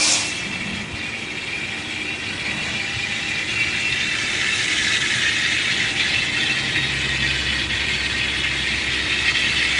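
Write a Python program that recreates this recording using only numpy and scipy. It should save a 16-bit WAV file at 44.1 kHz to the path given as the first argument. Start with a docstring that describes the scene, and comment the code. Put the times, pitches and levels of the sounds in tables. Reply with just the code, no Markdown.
"""A wire spark-erosion machine cuts steel in a workshop: random sparks ring the wet gap, a dense sizzle
with short whistles and a finer spray, echoed by steel panels. The microphone moves from the machine's
head down to the cut, then over the water tank, where a pump hums as sine tones above the fans' noise.
Compressed air, a band of noise, hisses and dies away at the start; a hand bumps and rubs the housing."""
import sys
import numpy as np
from scipy import signal
from scipy.fft import rfft, irfft, next_fast_len
from scipy.io import wavfile
from scipy.ndimage import uniform_filter1d, map_coordinates

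SR = 44100
rng = np.random.default_rng(int(sys.argv[2]) if len(sys.argv) > 2 else 0)


def dump(signal):
    """Clip the signal to [-1, 1] and save it as 16-bit WAV at the path in sys.argv[1]."""
    limited = np.clip(np.atleast_2d(signal).T, -1, 1)
    pcm = np.round(limited * 32767).astype(np.int16)
    wavfile.write(sys.argv[1], SR, pcm)


N = 431738  # length in samples


def amp(db):
    """Decibels to gain."""
    return 10 ** (np.asarray(db) / 20)


def unit(x):
    """x at rms 1."""
    return x / np.sqrt(np.mean(x ** 2) + 1e-20)


def steady(x, size=16384):
    """x at rms 1 over every stretch of size samples, so that slow level changes vanish."""
    return x / np.sqrt(np.abs(uniform_filter1d(x ** 2, size)) + 1e-20)


def curves(rows):
    """One value per sample for each column after the time."""
    s, *cols = np.transpose(rows)
    return [np.interp(np.arange(N) / SR, s, c) for c in cols]


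def wobble(rate):
    """A smooth random curve, rate knots a second."""
    knots = rng.standard_normal(int(N * rate / SR) + 4)
    return map_coordinates(knots, [np.arange(N) * rate / SR])


def swell(s, length):
    """A smooth rise and fall around time s, 1 at its top and 0.14 at length seconds either side."""
    return np.exp(-2 * np.minimum(((np.arange(N) / SR - s) / length) ** 2, 20))


def chance_times(per_second, count=64):
    """Irregular moments within the scene (s)."""
    times = np.cumsum(rng.gamma(2, .5, count)) / per_second
    return times[times < N / SR]


def filtered(x, response):
    """x times a response of frequency."""
    m = next_fast_len(N + SR // 2)
    return irfft(rfft(x, m) * response(np.fft.rfftfreq(m, 1 / SR)), m)[:N]


def shape(points, hz):
    """Gain of (Hz, dB) points joined on a log axis."""
    f, db = np.transpose(points)
    return amp(np.interp(np.log(hz + 1), np.log(f + 1), db))


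def rush(points):
    """Coloured noise of rms 1."""
    return unit(filtered(rng.standard_normal(N), lambda hz: shape(points, hz)))


def patchy(x, depth_db, band_size, frame_size):
    """x with random patches of gain in time and frequency."""
    z = signal.stft(x, nperseg=256)[2]
    field = rng.standard_normal(z.shape)
    for _ in range(2):
        field = uniform_filter1d(field, band_size, 0)
        field = uniform_filter1d(field, frame_size, 1)
    return signal.istft(z * amp(depth_db * unit(field)), nperseg=256)[1][:N]


def tone(hz, drift_hz, flutter_db):
    """A sine of rms 1 whose pitch and level can wander."""
    phase = 2 * np.pi * np.cumsum(hz + drift_hz * wobble(8)) / SR
    return unit(np.sin(phase) * amp(flutter_db * wobble(4.6)))


def burst(s, length, hz, width_hz):
    """A band of noise around hz that swells and fades around time s, rms 1 at its top."""
    t = np.arange(N) / SR
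    near = np.flatnonzero(np.abs(t - s) < 2 * length)
    u = t[near] - t[near[0]]
    # two random curves steer the sine and cosine of the carrier
    knots = rng.standard_normal((2, 512))
    a, b = [map_coordinates(k, [u * width_hz], mode="wrap") for k in knots]
    carrier = unit(a * np.sin(2 * np.pi * hz * u) + b * np.cos(2 * np.pi * hz * u))
    out = np.zeros(N)
    out[near] = carrier * np.exp(-2 * ((t[near] - s) / length) ** 2)
    return out


# The microphone's way from the machine's head to the tank.
# Each row: time in seconds, place (0 head, 1 cut, 2 tank, fractions between).
MIC_PATH = [(2.2, 0), (2.7, 0.345), (3.7, 0.413), (4.7, 0.88), (5.4, 1.3), (6.7, 1.93), (9.79, 1.97)]


def mic_place():
    """Where the microphone is at each sample."""
    return curves(MIC_PATH)[0]


# Loudness of the cut at the microphone. Each row: time in seconds, level of its deep ring in dB.
CUT_LEVEL = [(0.5, -29), (0.9, -31.3), (1.3, -30.5), (2.3, -29), (2.55, -26.5), (3.05, -27), (3.45, -25.5),
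             (3.6, -24.8), (4.2, -24), (4.75, -22.5), (5.65, -22.3), (6.8, -23.5), (7.65, -24.5),
             (9.0, -24), (9.6, -21.5)]


def cut_level_db():
    """The cut's level at each sample."""
    return curves(CUT_LEVEL)[0]


# Colour of the fans' rumble. Each row: frequency in Hz, relative level in dB per Hz.
RUMBLE_COLOUR = [(20, -25), (32, -16), (45, -16), (70, -5.5), (100, -1.5), (125, -2), (165, -6.5),
                 (230, -37), (400, -57)]
# Colour of the rushing air. Each row: frequency in Hz, relative level in dB per Hz.
FAN_AIR_COLOUR = [(100, -28), (170, -4), (215, 0.5), (270, -5.5), (320, 0), (375, -4.5), (460, -8.5),
                  (700, -10.5), (980, -9.5), (1120, -13.5), (1260, -11.5), (1500, -14), (3000, -20),
                  (10000, -35.5)]
# Blade tones. Each row: frequency in Hz, level in dB.
FAN_TONES = [(226, -50), (303, -45.5), (368, -50.5)]
# the machine's head shields the rumble; the shelter ends at place SHIELD_REACH
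RUMBLE_DB, RUMBLE_SHIELD_DB, SHIELD_REACH = -38, -5, .35
# the rushing air sways slowly and grows towards the tank (dB per place)
FAN_AIR_DB, FAN_SWAY_DB, AIR_RISE_DB = -37, 0.34, 1.0


def fans():
    """Cooling fans: rumble, rushing air and a few wavering blade tones."""
    place = mic_place()
    shielded = np.clip(1 - place / SHIELD_REACH, 0, 1)
    rumble_db = RUMBLE_DB + RUMBLE_SHIELD_DB * shielded + 1.2 * wobble(3.07)
    air_db = FAN_AIR_DB + AIR_RISE_DB * place + FAN_SWAY_DB * wobble(2.02)
    blades = sum(amp(db) * tone(hz, drift_hz=2.4, flutter_db=3.5) for hz, db in FAN_TONES)
    return amp(rumble_db) * rush(RUMBLE_COLOUR) + amp(air_db) * rush(FAN_AIR_COLOUR) + blades


# Steady whine heard from each place. Entries: level in dB at the head, the cut and the tank.
WHINE_DB = [-57, -52, -61]
# Moments when the whine swells.
# Each row: centre in seconds, frequency in Hz, level in dB, half-length in seconds.
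WHINE_SWELLS = [(2.2, 780, -51.5, .9), (3.096, 803, -46, 0.52), (6.25, 785, -46, 0.76)]
WHINE_HZ = 784


def whine():
    """A thin fan whine, a wandering sine mostly buried in the rushing air."""
    swells = np.zeros(N)
    for s, hz, db, length in WHINE_SWELLS:
        swells += amp(db) * swell(s, length) * tone(hz, drift_hz=2.8, flutter_db=2.0)
    level_db = np.interp(mic_place(), [0, 1, 2], WHINE_DB)
    return swells + amp(level_db) * tone(WHINE_HZ, drift_hz=5, flutter_db=4)


# The pump's hum at the microphone.
# Each row: time in seconds, level of the fundamental in dB, level of its octave in dB.
PUMP_LEVELS = [(0, -68, -58.5), (6.0, -61, -52), (6.6, -50, -41), (6.85, -41, -37), (7.25, -34, -34),
               (7.8, -38.5, -46.5), (8.65, -38, -43.5), (9.79, -39.5, -55)]
PUMP_HZ = 66.6


def pump():
    """The water pump's hum and its octave, strong over the tank."""
    low_db, octave_db = curves(PUMP_LEVELS)
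    low = amp(low_db) * tone(PUMP_HZ, drift_hz=.3, flutter_db=0.0)
    octave = amp(octave_db) * tone(2 * PUMP_HZ, drift_hz=0.81, flutter_db=0.2)
    return low + octave


# Colour of the compressed air. Each row: frequency in Hz, relative level in dB per Hz.
AIR_COLOUR = [(240, -44), (400, -30), (520, -7.5), (589, -8), (1010, -7.5), (1950, -13.5), (2540, 0.5),
              (2870, -9.5), (3300, -2.5), (6400, -2), (9540, -10.5), (10800, -19.5), (14000, -53),
              (22000, -120)]
# the blast holds, then dies away ever faster as the pressure runs out
AIR_DB, AIR_HOLD_S, AIR_FALL_DB_PER_S, AIR_FALL_DB_PER_S2 = -18, 0.12, 65, 19


def air_blast():
    """Compressed air hisses as patchy noise and runs out."""
    falling_s = np.maximum(np.arange(N) / SR - AIR_HOLD_S, 0)
    air_db = AIR_DB - AIR_FALL_DB_PER_S * falling_s - AIR_FALL_DB_PER_S2 * falling_s ** 2
    hiss = patchy(rush(AIR_COLOUR), depth_db=2.0, band_size=4, frame_size=10)
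    return amp(air_db) * unit(hiss)


# Soft bumps of the hand on the microphone's housing. Each row: centre in seconds, level in dB.
BUMPS = [(0.941, -31), (2.976, -27), (3.93, -30)]
# Rubs of the hand on the housing. Each row: centre in seconds, level of the dull rub in dB,
# half-length in seconds, scrape against the dull rub in dB.
RUBS = [(0.644, -33.5, 0.4, -11.5), (2.625, -36, 0.28, -2)]
# Colour of the dull rub. Each row: frequency in Hz, relative level in dB per Hz.
RUB_COLOUR = [(25, -22), (60, -10), (130, -6.5), (200, 1), (245, -4.5), (300, -16), (600, -43)]
# Colour of the scrape. Each row: frequency in Hz, relative level in dB per Hz.
SCRAPE_COLOUR = [(250, -25), (450, -5), (650, -1), (1200, -4.5), (2500, -25), (8000, -57)]


def handling():
    """Dull bumps and scraping rubs, short swells of noise carried through the housing."""
    bumps = sum(amp(db) * burst(s, length=0.0176, hz=85, width_hz=100) for s, db in BUMPS)
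    rub, scrape = rush(RUB_COLOUR), rush(SCRAPE_COLOUR)
    rubs = np.zeros(N)
    for s, db, length, scrape_db in RUBS:
        rubs += amp(db) * swell(s, length) * (rub + amp(scrape_db) * scrape)
    return bumps + rubs


# The loudest whistles. Each row: centre in seconds, frequency in Hz, level in dB, half-length in seconds.
LOUD_WHISTLES = [(0.027, 2390, -25, .06), (0.276, 2700, -31.5, .15), (1.07, 2436, -33, .17),
                 (1.56, 2430, -30.5, .13), (2.15, 2720, -31, .08), (3.36, 2350, -30, .1),
                 (3.602, 2700, -21.5, .07), (3.62, 2315, -26, .1), (3.85, 2690, -26, .07),
                 (4.0, 2320, -27, .05), (4.133, 2660, -26, .04), (4.505, 2670, -25, .07),
                 (4.95, 1970, -28, .12), (5.28, 1834, -23.5, .08), (6.515, 2660, -20, .022),
                 (7.283, 2500, -29, .07)]
# Resonances that whistle at random. Each row: frequencies in Hz, for the head, the cut and the tank in turn.
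WHISTLE_HZ = [(2440, 2690), (1880, 1975), (2400, 2650)]
# random whistles lie WHISTLE_DB against the level of the cut; WHISTLE_S is their half-length
WHISTLES_PER_S, WHISTLE_DB, WHISTLE_SCATTER_DB, WHISTLE_S = 1.5, -8.5, 2, .08
WHISTLE_WIDTH_HZ = 75


def singing():
    """Now and then the sparks drive one resonance of the gap into a short, rough whistle."""
    level_db = cut_level_db()
    place = mic_place()
    whistles = list(LOUD_WHISTLES)
    for s in chance_times(WHISTLES_PER_S):
        now = int(s * SR)
        hz = rng.choice(WHISTLE_HZ[round(np.clip(place[now], 0, 2))])
        db = level_db[now] + WHISTLE_DB + WHISTLE_SCATTER_DB * rng.standard_normal()
        whistles.append((s, hz, db, WHISTLE_S))
    return sum(amp(db) * burst(s, length, hz, WHISTLE_WIDTH_HZ) for s, hz, db, length in whistles)


def sparks(per_second, scatter_db):
    """Irregular discharges: clicks of random sign and scattered size."""
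    fired = rng.random(N) < per_second / SR
    return unit(fired * rng.choice([-1, 1], N) * amp(scatter_db * rng.standard_normal(N)))


def ring(colour, modes, edge_hz, size=8192):
    """The causal ring of one spark: a broad colour with resonances on top, dull above the edge."""
    hz = np.fft.rfftfreq(size, 1 / SR)
    power = 1
    for f, width, db in modes:
        power = power + amp(db) ** 2 / (1 + ((hz - f) / (width / 2)) ** 2) ** 2
    gain = shape(colour, hz) * np.sqrt(power) / np.sqrt(1 + (hz / edge_hz) ** 10)
    # folding the cepstrum gives minimum phase: the ring starts at once
    cepstrum = irfft(np.log(np.maximum(gain, 1e-6)))
    cepstrum[1:size // 2] *= 2
    cepstrum[size // 2 + 1:] = 0
    return irfft(np.exp(rfft(cepstrum)))


def drifting(x, drift, rate):
    """x with all its resonances wandering by the share drift, as the bubbles in the water come and go."""
    lag = np.cumsum(drift * wobble(rate))
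    return map_coordinates(x, [np.arange(N) + lag], mode="mirror")


def panels(x, echo_db, sway_s, count=8):
    """Steel panels close by echo the sound; the delays wander slightly at random."""
    n = np.arange(N)
    delays_s = rng.uniform(0.000994, .008, count)
    echoes = sum(np.interp(n - (delay + sway_s * wobble(0.591)) * SR, n, x) for delay in delays_s)
    return (x + amp(echo_db) * echoes) / np.sqrt(1 + count * amp(echo_db) ** 2)


# The strongest stalls and flares of the discharge.
# Each row: centre in seconds, level change in dB, half-length in seconds.
LURCHES = [(0.88, -4.5, .06), (3.46, -3, .037), (4.997, -8, .012), (5.935, -4.5, .04), (6.003, 2.5, .03),
           (6.314, -5.5, .028), (6.81, -4, 0.017), (7.679, -7, 0.024), (9.287, 3, 0.038),
           (9.336, -5.5, 0.014)]
# the discharge wavers quickly and slowly, and stalls at random
WAVER_DB, SWELL_DB = 0.65, 0.2
STALLS_PER_S, STALL_DB, STALL_S = 1.2, -2.5, 0.021


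def surge_db():
    """The discharge wavers all the time and now and then stalls or flares for a moment."""
    stalls = [(s, STALL_DB, STALL_S) for s in chance_times(STALLS_PER_S)]
    lurches = sum(db * swell(s, length) for s, db, length in LURCHES + stalls)
    return lurches + WAVER_DB * wobble(85) + SWELL_DB * wobble(11)


# Colour of the sparks from the head, the cut and over the tank.
# Each row: frequency in Hz, relative level in dB per Hz.
AT_HEAD = [(650, -58.5), (1100, -26), (1690, -12.5), (2010, -6.5), (2190, -6.5), (2340, -4), (2480, -8.5),
           (2810, -10), (3090, -9.5), (3740, -12.5), (4070, -12), (5690, -19.5), (7880, -38), (10800, -41),
           (14000, -65), (22000, -120)]
AT_CUT = [(650, -54.5), (1100, -34.5), (1200, -17), (1450, -15.5), (1710, -6), (1950, -4), (2390, -8.5),
          (2530, -7), (2940, -9.5), (3500, -2.5), (4890, -12), (7090, -7.5), (9180, -27), (10800, -37),
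          (14000, -72), (22000, -120)]
AT_TANK = [(650, -35), (1100, -18.5), (1440, -14.5), (1550, -10.5), (1640, -12), (1910, -4), (2390, -4),
           (2600, -3.5), (2830, -8.5), (3060, -5), (3630, -2.5), (5580, -14), (9090, -33.5), (10800, -37),
           (14000, -64), (22000, -120)]
# Resonances of the wet gap and the tank that stand out at each place.
# Each row: frequency in Hz, width in Hz, level against the broad colour in dB.
HEAD_MODES = [(2416, 48, 8.5), (2690, 104, 10.5), (3360, 95, 7), (3600, 63, 5), (3820, 50, 7)]
CUT_MODES = [(1580, 20, -2), (1735, 53, 1), (1973, 45, 1), (2560, 50, -4), (2670, 73, -2), (3120, 50, 0),
             (3630, 140, 2), (3940, 160, 0)]
TANK_MODES = [(1568, 22, 6.5), (1728, 30, 8.5), (1880, 33, 9.5), (1970, 27, 5.5), (2137, 46, 7.5),
              (2320, 22, -2), (2540, 26, 8.5), (2666, 54, 8.5), (2975, 42, 6), (3173, 26, 7.5),
              (3376, 75, 6), (3515, 40, 4), (3740, 30, 8), (3970, 40, -8), (4320, 19, 6), (4470, 45, 7)]
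# Bright sizzle against the deep ring. Entries: level in dB at the head, the cut and the tank.
BRIGHT_DB = [-7, -4, -5]
SPLIT_HZ = 3086  # above this the sizzle counts as bright


def gap_sizzle(place):
    """Sparks ring the water-filled gap, heard from three places blended as the microphone moves."""
    train = patchy(sparks(per_second=6000, scatter_db=2.0), depth_db=2.0, band_size=2, frame_size=7)
    views = [(AT_HEAD, HEAD_MODES), (AT_CUT, CUT_MODES), (AT_TANK, TANK_MODES)]
    sizzle = np.zeros(N)
    for k, (colour, modes) in enumerate(views):
        share = np.maximum(1 - np.abs(place - k), 0)
        sizzle += share * unit(signal.fftconvolve(train, ring(colour, modes, edge_hz=5800))[:N])
    drift = np.interp(place, [0, 1, 2], [.009, .008, .003])
    sizzle = panels(drifting(sizzle, drift, rate=5), echo_db=-18.5, sway_s=0.00017)
    # the deep ring bends round the machine's parts; the bright sizzle needs a free path
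    deep = filtered(sizzle, lambda hz: 1 / (1 + (hz / SPLIT_HZ) ** 20))
    bright_db = np.interp(place, [0, 1, 2], BRIGHT_DB) + .7 * wobble(6)
    return steady(deep) + amp(bright_db) * steady(sizzle - deep)


# Colour of the fine spray. Each row: frequency in Hz, relative level in dB per Hz.
SPRAY_COLOUR = [(2940, -20.5), (5000, -5.5), (6430, -0.5), (7900, -2.5), (9930, -9), (10600, -19.5),
                (10800, -58), (14000, -60), (22000, -120)]


def spray_fizz():
    """Denser, more scattered discharges fizz as a fine spray above the gap, rms 1."""
    fizz = patchy(sparks(per_second=12000, scatter_db=4.0), depth_db=1.67, band_size=5, frame_size=8)
    coloured = filtered(fizz, lambda hz: shape(SPRAY_COLOUR, hz))
    return unit(panels(coloured, echo_db=-16.5, sway_s=.0001))


# Fine spray against the deep ring, before the beam. Entries: level in dB at the head, the cut and the tank.
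SPRAY_DB = [-14.5, -16.5, -15.5]
# the spray beams out of the gap towards one place (width in places)
SPRAY_BEAM_DB, BEAM_PLACE, BEAM_WIDTH = 6, 0.98, 0.31


def cutting():
    """Sizzle and spray of the cut, both surging with the discharge, the spray less so."""
    place = mic_place()
    surge = surge_db()
    beam = np.exp(-((place - BEAM_PLACE) / BEAM_WIDTH) ** 2)
    spray_db = np.interp(place, [0, 1, 2], SPRAY_DB) + SPRAY_BEAM_DB * beam + 0.31 * surge
    sizzle = amp(surge) * gap_sizzle(place)
    return amp(cut_level_db()) * (sizzle + amp(spray_db) * spray_fizz())


def scene():
    """All sources at one microphone."""
    background = fans() + whine() + pump()
    return (background + air_blast() + handling() + singing() + cutting())[None]


def record(dry):
    """The recorder keeps nothing above its band limit."""
    top_hz = 10750
    return filtered(dry[0], lambda hz: hz < top_hz)[None]


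dry = scene()
out = record(dry)
dump(out)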